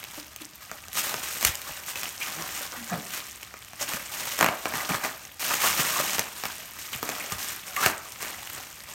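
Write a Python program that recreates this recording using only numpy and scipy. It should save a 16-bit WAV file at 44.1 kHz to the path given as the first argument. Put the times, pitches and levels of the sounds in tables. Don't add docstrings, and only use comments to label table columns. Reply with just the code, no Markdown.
import sys
import numpy as np
from scipy import signal
from scipy.fft import rfft, irfft
from scipy.io import wavfile

SR = 44100
rng = np.random.default_rng(int(sys.argv[2]) if len(sys.argv) > 2 else 0)


def output_pcm(signal):
    pcm = np.clip(np.atleast_2d(signal).T, -1, 1) * 32767
    wavfile.write(sys.argv[1], SR, np.round(pcm).astype(np.int16))


N = 394247
TIME = np.arange(N) / SR

# (f/Hz, relative level/dB per Hz)
AIR_SPECTRUM = [(20, -24), (45, 2), (80, 9), (130, 2), (300, -6), (500, -18), (1500, -13.5), (5000, -11.5),
                (16000, -64)]
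AIR_DB = -54.5
# (f/Hz, decay by 60 dB t60/s)
ROOM_DECAY = [(100, 0.21), (500, 0.65), (1300, 0.5), (4000, 0.22), (14000, 0.056)]
# (f/Hz, level/dB)
MIC_COLOUR = [(900, -2), (2800, 1.5), (3700, -1.5), (4800, -1), (5500, 2.5), (7000, 4), (7500, 2),
              (8300, 4), (9400, 1), (10400, -3), (11500, 2.5), (12800, 4.5), (14500, 2), (16000, -5)]
BAND_LIMIT_HZ = 16050
# (t/s, boom level before its fades/dB, upper corner of the boom f/Hz)
THUMP_EVENTS = [(1.142, -43, 200), (1.452, -31, 75), (1.49, -34, 76), (1.694, -38, 90), (3.939, -37, 200),
                (4.411, -37, 200), (4.74, -33, 200), (4.901, -25, 236), (4.94, -35, 170),
                (5.793, -29.5, 203), (5.999, -31.5, 200), (6.19, -32, 150), (6.438, -48, 250),
                (6.949, -39, 150), (7.029, -35, 330), (7.089, -34, 300), (7.323, -29.5, 111),
                (7.858, -30, 140), (8.569, -44, 150)]
THUMP_T60_S = 0.15
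# (f/Hz, width/Hz, level/dB)
HOLLOW_MODES = [(188, 45, -10), (450, 25, -6), (634, 12, 0), (768, 30, -9), (1114, 16, -1), (1233, 20, -2),
                (1635, 25, -8), (1820, 35, -8)]
# (t/s, length/s, level before the low cut/dB, first f/Hz, last f/Hz,
# fall per overtone/dB)
SQUEAK_EVENTS = [(.172, 0.025, -40.5, 352, 278, 2), (.403, 0.03, -44, 310, 316, 10),
                 (2.336, 0.11, -42.5, 150.7, 162.5, 0), (2.736, 0.13, -47, 282, 193, 32),
                 (2.905, .052, -29.5, 205, 178, 21), (2.938, 0.07, -41, 150.7, 141, 2.5),
                 (2.975, 0.127, -45.5, 215.6, 174, 10)]
# (t/s, length/s, level/dB, centre f/Hz, width/Hz)
SKID_EVENTS = [(1.954, .016, -38.5, 2500, 700), (2.209, 0.037, -34.5, 2500, 900),
               (2.916, 0.051, -35, 666, 200), (3.81, 0.024, -35.5, 6000, 2500),
               (5.504, .03, -29.5, 1130, 600), (5.63, .055, -26.5, 1070, 600),
               (5.959, 0.023, -28.5, 1090, 300), (6.93, 0.024, -35.5, 2880, 1600),
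               (7.199, 0.021, -36.5, 2140, 600), (7.763, 0.01, -28, 2030, 700),
               (7.765, .04, -30, 1180, 120), (7.823, 0.053, -27, 1390, 800)]
# (t/s, pop of the panel level/dB, crack of the crease level/dB)
SNAP_EVENTS = [(.0401, -38, -28), (0.362, -42, -28), (.715, -25.5, -31), (.8836, -38, -32),
               (.931, -43, -27), (.954, -32, -26), (1.142, -20, -24), (1.4105, -30, -23),
               (1.4278, -21.5, -20), (1.4495, -18.5, -6.5), (1.5542, -39, -22.5), (1.6173, -56, -26),
               (1.957, -32, -29), (2.0329, -28, -21.5), (2.844, -55, -31), (3.431, -38, -29.5),
               (3.5404, -30.5, -41), (3.648, -50, -37), (3.7336, -33, -37), (3.9358, -28.5, -24),
               (4.324, -39, -26), (4.3898, -20.5, -19), (4.403, -22, -26), (4.4104, -9.5, -14),
               (4.4275, -8, -19), (4.4443, -11.5, -17), (4.4627, -13, -18.5), (4.4872, -13, -23),
               (4.656, -16, -22.5), (4.7383, -21, -29), (4.892, -24, -24.5), (5.0404, -25, -30),
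               (5.396, -38, -34), (5.4148, -40, -32), (5.5373, -23, -21), (5.541, -23, -17),
               (5.799, -25.5, -34), (6.0013, -25, -26), (6.1521, -25, -36), (6.1827, -20.5, -21),
               (6.1937, -19.5, -12.5), (6.4373, -22, -26), (6.4546, -22.5, -23), (6.9315, -37, -31),
               (7.029, -20.5, -23.5), (7.0906, -22, -20.5), (7.322, -27, -23.5), (7.384, -36, -28),
               (7.7645, -32, -23.5), (7.8616, -11, -11), (8.1218, -50, -30), (8.2284, -30, -27)]
PUSH_DB = -11.5
# (f/Hz, relative level/dB per Hz)
PUSH_SPECTRUM = [(25, -37), (80, -1), (170, 6.5), (350, 5), (600, -11), (2000, -72)]
# (f/Hz, relative level/dB per Hz)
POP_SPECTRUM = [(80, -61), (350, -7), (650, 4.5), (1200, 3), (1600, 0), (2400, -1.5), (3200, -17),
                (6000, -31), (14000, -58)]
# (f/Hz, relative level/dB per Hz)
CRACK_SPECTRUM = [(300, -67), (1800, 2.5), (3000, 8), (7000, 4.5), (10000, -0.5), (16000, 4)]
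# (f/Hz, relative level/dB per Hz)
FIZZ_SPECTRUM = [(100, -20), (600, -4.5), (1800, 6.5), (3000, 7), (7000, 3), (12000, 0), (16000, 3.5)]
# (f/Hz, relative level/dB per Hz)
FOLD_SPECTRUM = [(30, -31), (80, -4.5), (160, -2), (300, 3), (480, -1.5), (640, 1), (1200, 7), (2000, 1),
                 (2900, -14), (4500, -6.5), (9000, -29)]
# (t/s, drive level/dB)
TOUCH_CURVE = [(0, -45), (.22, -50), (.5, -55.5), (.64, -47.5), (.9, -50), (1.1, -36.5), (1.8, -43.5),
               (3.1, -42), (3.5, -50.5), (3.76, -51), (4, -42), (5.05, -42), (5.36, -52), (6.2, -42.5),
               (6.7, -44.5), (8.1, -45.5), (8.5, -41.5), (8.85, -49.5)]
TOUCH_FOLDS_DB = -3
# (start t/s, length/s, drive of the sliding fizz level/dB,
# drive of the bending folds level/dB)
DRAG_EVENTS = [(.125, .07, -45.5, -55), (.94, 0.15, -33, -34.5), (1.22, 0.16, -37, -52),
               (1.95, 0.13, -37, -42.5), (2.19, 0.45, -39, -41.5), (3.11, 0.069, -36, -41),
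               (3.87, 0.091, -34.5, -36.5), (4.11, 0.32, -35.5, -40), (4.395, 0.1, -46, -26.5),
               (4.65, .08, -43, -34), (4.73, 0.1, -35, -30.5), (4.885, 0.055, -32.5, -26),
               (5.392, 0.75, -30, -35.5), (5.612, 0.071, -23.5, -32.5), (6.33, 0.27, -43.5, -66),
               (6.78, 0.075, -40.5, -57), (7.02, 0.25, -40, -38), (7.38, 0.14, -35, -41.5),
               (7.66, 0.13, -41, -44), (7.757, 0.14, -37, -33.5), (8.195, .1, -38.5, -37.5),
               (8.87, 0.15, -43.5, -43)]
DRAG_ATTACK_S, DRAG_RELEASE_S, DRAG_SAG_DB = 0.012, 0.045, -0.65
# (hardest pull t/s, drive of the fizz level/dB, drive of the folds level/dB)
TUG_EVENTS = [(.178, -43, -57), (.42, -43.5, -52), (.99, -23, -38), (1.425, -31.5, -51),
              (1.468, -24, -33.5), (1.69, -36.5, -35), (1.77, -41, -42), (1.89, -32.5, -40),
              (2.41, -48, -35.5), (2.56, -33.5, -37.5), (2.75, -53, -35.5), (2.93, -57, -28),
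              (3.82, -29, -32.5), (5.05, -31, -25.5), (5.51, -28, -30.5), (5.8, -23, -25.5),
              (5.87, -29, -29.5), (5.998, -30.5, -25.5), (6.19, -33, -32), (6.458, -38.5, -32),
              (6.94, -36, -38), (7.1, -37, -42), (7.325, -34, -34.5), (7.835, -25, -30), (7.86, -28, -20.5),
              (8.575, -42, -39.5)]
TUG_RISE_S, TUG_FALL_S = 0.02, 0.033


def gain_of(db):
    return 10 ** (np.asarray(db) / 20)


def evened(x):
    return x / np.sqrt(np.mean(x ** 2) + 1e-20)


def read(points, hz):
    f, value = np.transpose(points)
    return np.interp(np.log(hz + 1), np.log(f), value)


def add(mix, s, sound):
    part = mix[max(round(s * SR), 0):][:len(sound)]
    part += sound[:len(part)]


def colour(x, points, size=2048):
    hz = abs(np.fft.fftfreq(size, 1 / SR))
    log_gain = np.log(gain_of(read(points, hz)))
    taps = np.fft.ifft(np.exp(np.conj(signal.hilbert(log_gain)))).real
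    return signal.oaconvolve(x, taps[:size // 2])[:len(x)]


def low_cut(x, hz):
    return signal.sosfilt(signal.butter(2, hz, "highpass", fs=SR, output="sos"), x)


def wander(per_s, size=N):
    hz = np.fft.rfftfreq(size, 1 / SR)
    spectrum = rfft(rng.standard_normal(size)) / (1 + (hz / per_s) ** 2)
    return evened(irfft(spectrum, size))


def clicks(per_s, spread_db, limit=6.1):
    size = gain_of(spread_db * np.minimum(rng.exponential(1, N), limit))
    happens = rng.random(N) < per_s / SR
    return size * rng.choice([-1, 1], N) * happens


def room_air():
    return gain_of(AIR_DB) * evened(colour(rng.standard_normal(N), AIR_SPECTRUM))


def room(x, body_db, treble_db, delay_s=0.0028):
    t = np.arange(SR // 2) / SR
    hz, at, noise = signal.stft(rng.standard_normal(len(t)), SR, nperseg=256)
    t60 = read(ROOM_DECAY, hz)[:, None]
    wet = gain_of(read([(2000, body_db), (6000, treble_db)], hz))[:, None]
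    decay = np.exp(-np.log(1000) * at / t60) * np.sqrt(2 * np.log(1000) / (t60 * SR))
    tail = signal.istft(noise * wet * decay, SR, nperseg=256)[1][:len(t)]
    return signal.oaconvolve(x, tail * (t > delay_s))[:N]


def thumps(size=16384):
    t, hz, out = np.arange(size) / SR, np.fft.rfftfreq(size, 1 / SR), np.zeros(N)
    fade = np.minimum(t / 0.0019, 1) * np.exp(-np.log(1000) * t / THUMP_T60_S)
    for s, db, top_hz in THUMP_EVENTS:
        ratio = hz / top_hz
        spectrum = rfft(rng.standard_normal(size)) * ratio ** 4 / (1 + ratio ** 2) ** 5
        add(out, s, gain_of(db) * evened(irfft(spectrum)) * fade)
    return out


def hollows(x):
    out = np.zeros(N)
    for hz, width_hz, db in HOLLOW_MODES:
        r = np.exp(-np.pi * width_hz / SR)
        pole = r * np.exp(2j * np.pi * hz / SR)
        out += 2 * gain_of(db) * signal.lfilter([1 - r], [1, -pole], x).real
    return out


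def squeaks(jitter=0.109, unevenness_db=2.5, lowest_hz=120, count=5):
    out = np.zeros(N)
    for s, length, db, first_hz, last_hz, fall_db in SQUEAK_EVENTS:
        n = int(length * SR)
        pitch_hz = np.linspace(first_hz, last_hz, n) * (1 + jitter * wander(180, size=16384)[:n])
        turns = np.cumsum(pitch_hz) / SR
        tone = np.zeros(n)
        for k in range(count):
            tone += gain_of(-fall_db * k) * np.sin(2 * np.pi * (k + 1) * turns) / np.sqrt(k + 1)
        grip = gain_of(unevenness_db * wander(77, size=16384)[:n])
        add(out, s, gain_of(db) * evened(tone * grip * signal.windows.tukey(n, .8)))
    return low_cut(out, lowest_hz)


def skids(size=8192):
    out, hz = np.zeros(N), np.fft.rfftfreq(size, 1 / SR)
    for s, length, db, centre_hz, width_hz in SKID_EVENTS:
        n = int(length * SR)
        resonance = 1 / (1 + (2 * (hz - centre_hz) / width_hz) ** 2)
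        ring = irfft(rfft(rng.standard_normal(size)) * resonance)
        ring = ring / np.sqrt(abs(signal.hilbert(ring)))
        u = np.arange(n) / n
        swell = np.minimum(u / 0.15, 1) * (1 - u ** 2)
        add(out, s, gain_of(db) * evened(ring[:n] * swell))
    return out


def snaps(flutter=0.073, flutter_s=0.0041, crack_s=0.00085, usual_db=-25, growth=0.42, size=2048):
    t, out = np.arange(size) / SR, np.zeros(N)
    millisecond = SR / 1000
    for s, pop_db, crack_db in SNAP_EVENTS:
        pulse = (t == 0) + flutter * rng.standard_normal(size) * np.exp(-t / flutter_s)
        fade_s = crack_s * gain_of(growth * (crack_db - usual_db))
        steps = rng.choice([-1, 1], size) * np.exp(-t / fade_s)
        layers = ((pulse, PUSH_SPECTRUM, pop_db + PUSH_DB), (pulse, POP_SPECTRUM, pop_db),
                  (steps, CRACK_SPECTRUM, crack_db))
        for drive, spectrum, db in layers:
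            part = colour(drive, spectrum)
            add(out, s, gain_of(db) * np.sqrt(millisecond) * part / np.linalg.norm(part))
    return out


def drag(start, length):
    t = TIME - start
    held = np.clip(t / DRAG_ATTACK_S, 0, 1) * gain_of(DRAG_SAG_DB * np.clip(t / length, 0, 1))
    return held * np.exp(-np.maximum(t - length, 0) / DRAG_RELEASE_S)


def tug(s):
    t = TIME - s
    return np.exp(-np.maximum(-t / TUG_RISE_S, t / TUG_FALL_S))


def effort():
    touch = gain_of(np.interp(TIME, *np.transpose(TOUCH_CURVE)))
    slide, bend = touch ** 2, (touch * gain_of(TOUCH_FOLDS_DB)) ** 2
    for table, envelope in ((DRAG_EVENTS, drag), (TUG_EVENTS, tug)):
        for *timing, fizz_db, folds_db in table:
            power = np.maximum(envelope(*timing), 1e-9) ** 2
            slide = slide + power * gain_of(fizz_db) ** 2
            bend = bend + power * gain_of(folds_db) ** 2
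    return 10 * np.log10(slide), 10 * np.log10(bend)


def facets(per_s, spread_db, low_hz, high_hz, cycles, count=24, size=1024):
    t, out = np.arange(size) / SR, np.zeros(N)
    for hz in np.geomspace(low_hz, high_hz, count):
        ring = np.sin(2 * np.pi * hz * t) * np.exp(-t * hz / cycles)
        flips = clicks(per_s / count, spread_db, limit=4.27)
        out += signal.oaconvolve(flips, ring / np.linalg.norm(ring))[:N]
    return out


def panels(bend_db, level_db=-7):
    knocks = facets(220, spread_db=4, low_hz=551.5, high_hz=2500, cycles=5.8, count=28)
    return gain_of(bend_db + level_db) * evened(knocks)


def ticks(slide_db, level_db=-44, usual_db=-40, per_s=200, rate_follow=.3, size_follow=0.5):
    speed = gain_of(slide_db - usual_db)
    creases = facets(per_s * speed ** rate_follow, spread_db=3.0, low_hz=1880, high_hz=13900, cycles=1.63)
    return gain_of(level_db) * evened(speed ** size_follow * creases)


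def avalanches(per_s=70, fade_s=0.0043):
    kicks = rng.exponential(1, N) * (rng.random(N) < per_s / SR)
    power = signal.lfilter([1], [1, -np.exp(-2 / (fade_s * SR))], kicks)
    swell = np.sqrt(power + 1e-12)
    return evened(swell - swell.mean())


def rustle(slide_db, bend_db, fizz_db=-2.0, crinkle_db=-7, folds_db=-4.0,
           fizz_clump_db=1.57, folds_clump_db=2.15, shared=0.23, burst_share=0.66):
    clumps = evened(wander(64) + burst_share * avalanches())
    creases = evened(clicks(12000, 2.8))
    buckles = np.sqrt(shared) * creases + np.sqrt(1 - shared) * evened(clicks(2000, 3.1))
    fizz = evened(colour(creases, FIZZ_SPECTRUM))
    crinkle = evened(facets(2500, spread_db=2.0, low_hz=1440, high_hz=15240, cycles=2.9))
    fine = gain_of(fizz_db) * fizz + gain_of(crinkle_db) * crinkle
    folds = evened(colour(buckles * gain_of(folds_clump_db * clumps), FOLD_SPECTRUM))
    return fine * gain_of(slide_db + fizz_clump_db * clumps) + folds * gain_of(bend_db + folds_db)


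def scene(film_hollow_db=-4, snap_hollow_db=2):
    slide_db, bend_db = effort()
    film = rustle(slide_db, bend_db) + ticks(slide_db) + panels(bend_db)
    pops = snaps()
    accents = pops + squeaks() + skids()
    ringing = hollows(gain_of(film_hollow_db) * film + gain_of(snap_hollow_db) * pops)
    film_room = room(film, body_db=-8.0, treble_db=-17.0)
    accent_room = room(accents, body_db=-5.5, treble_db=-10.5)
    return (room_air() + film_room + accent_room + thumps() + ringing + accents + film)[None]


def record(dry, low_cut_hz=38):
    low_pass = signal.firwin(511, BAND_LIMIT_HZ, window=("kaiser", 10), fs=SR)
    heard = low_cut(colour(dry[0], MIC_COLOUR), low_cut_hz)
    return signal.oaconvolve(heard, low_pass, "same")[None]


dry = scene()
out = record(dry)
output_pcm(out)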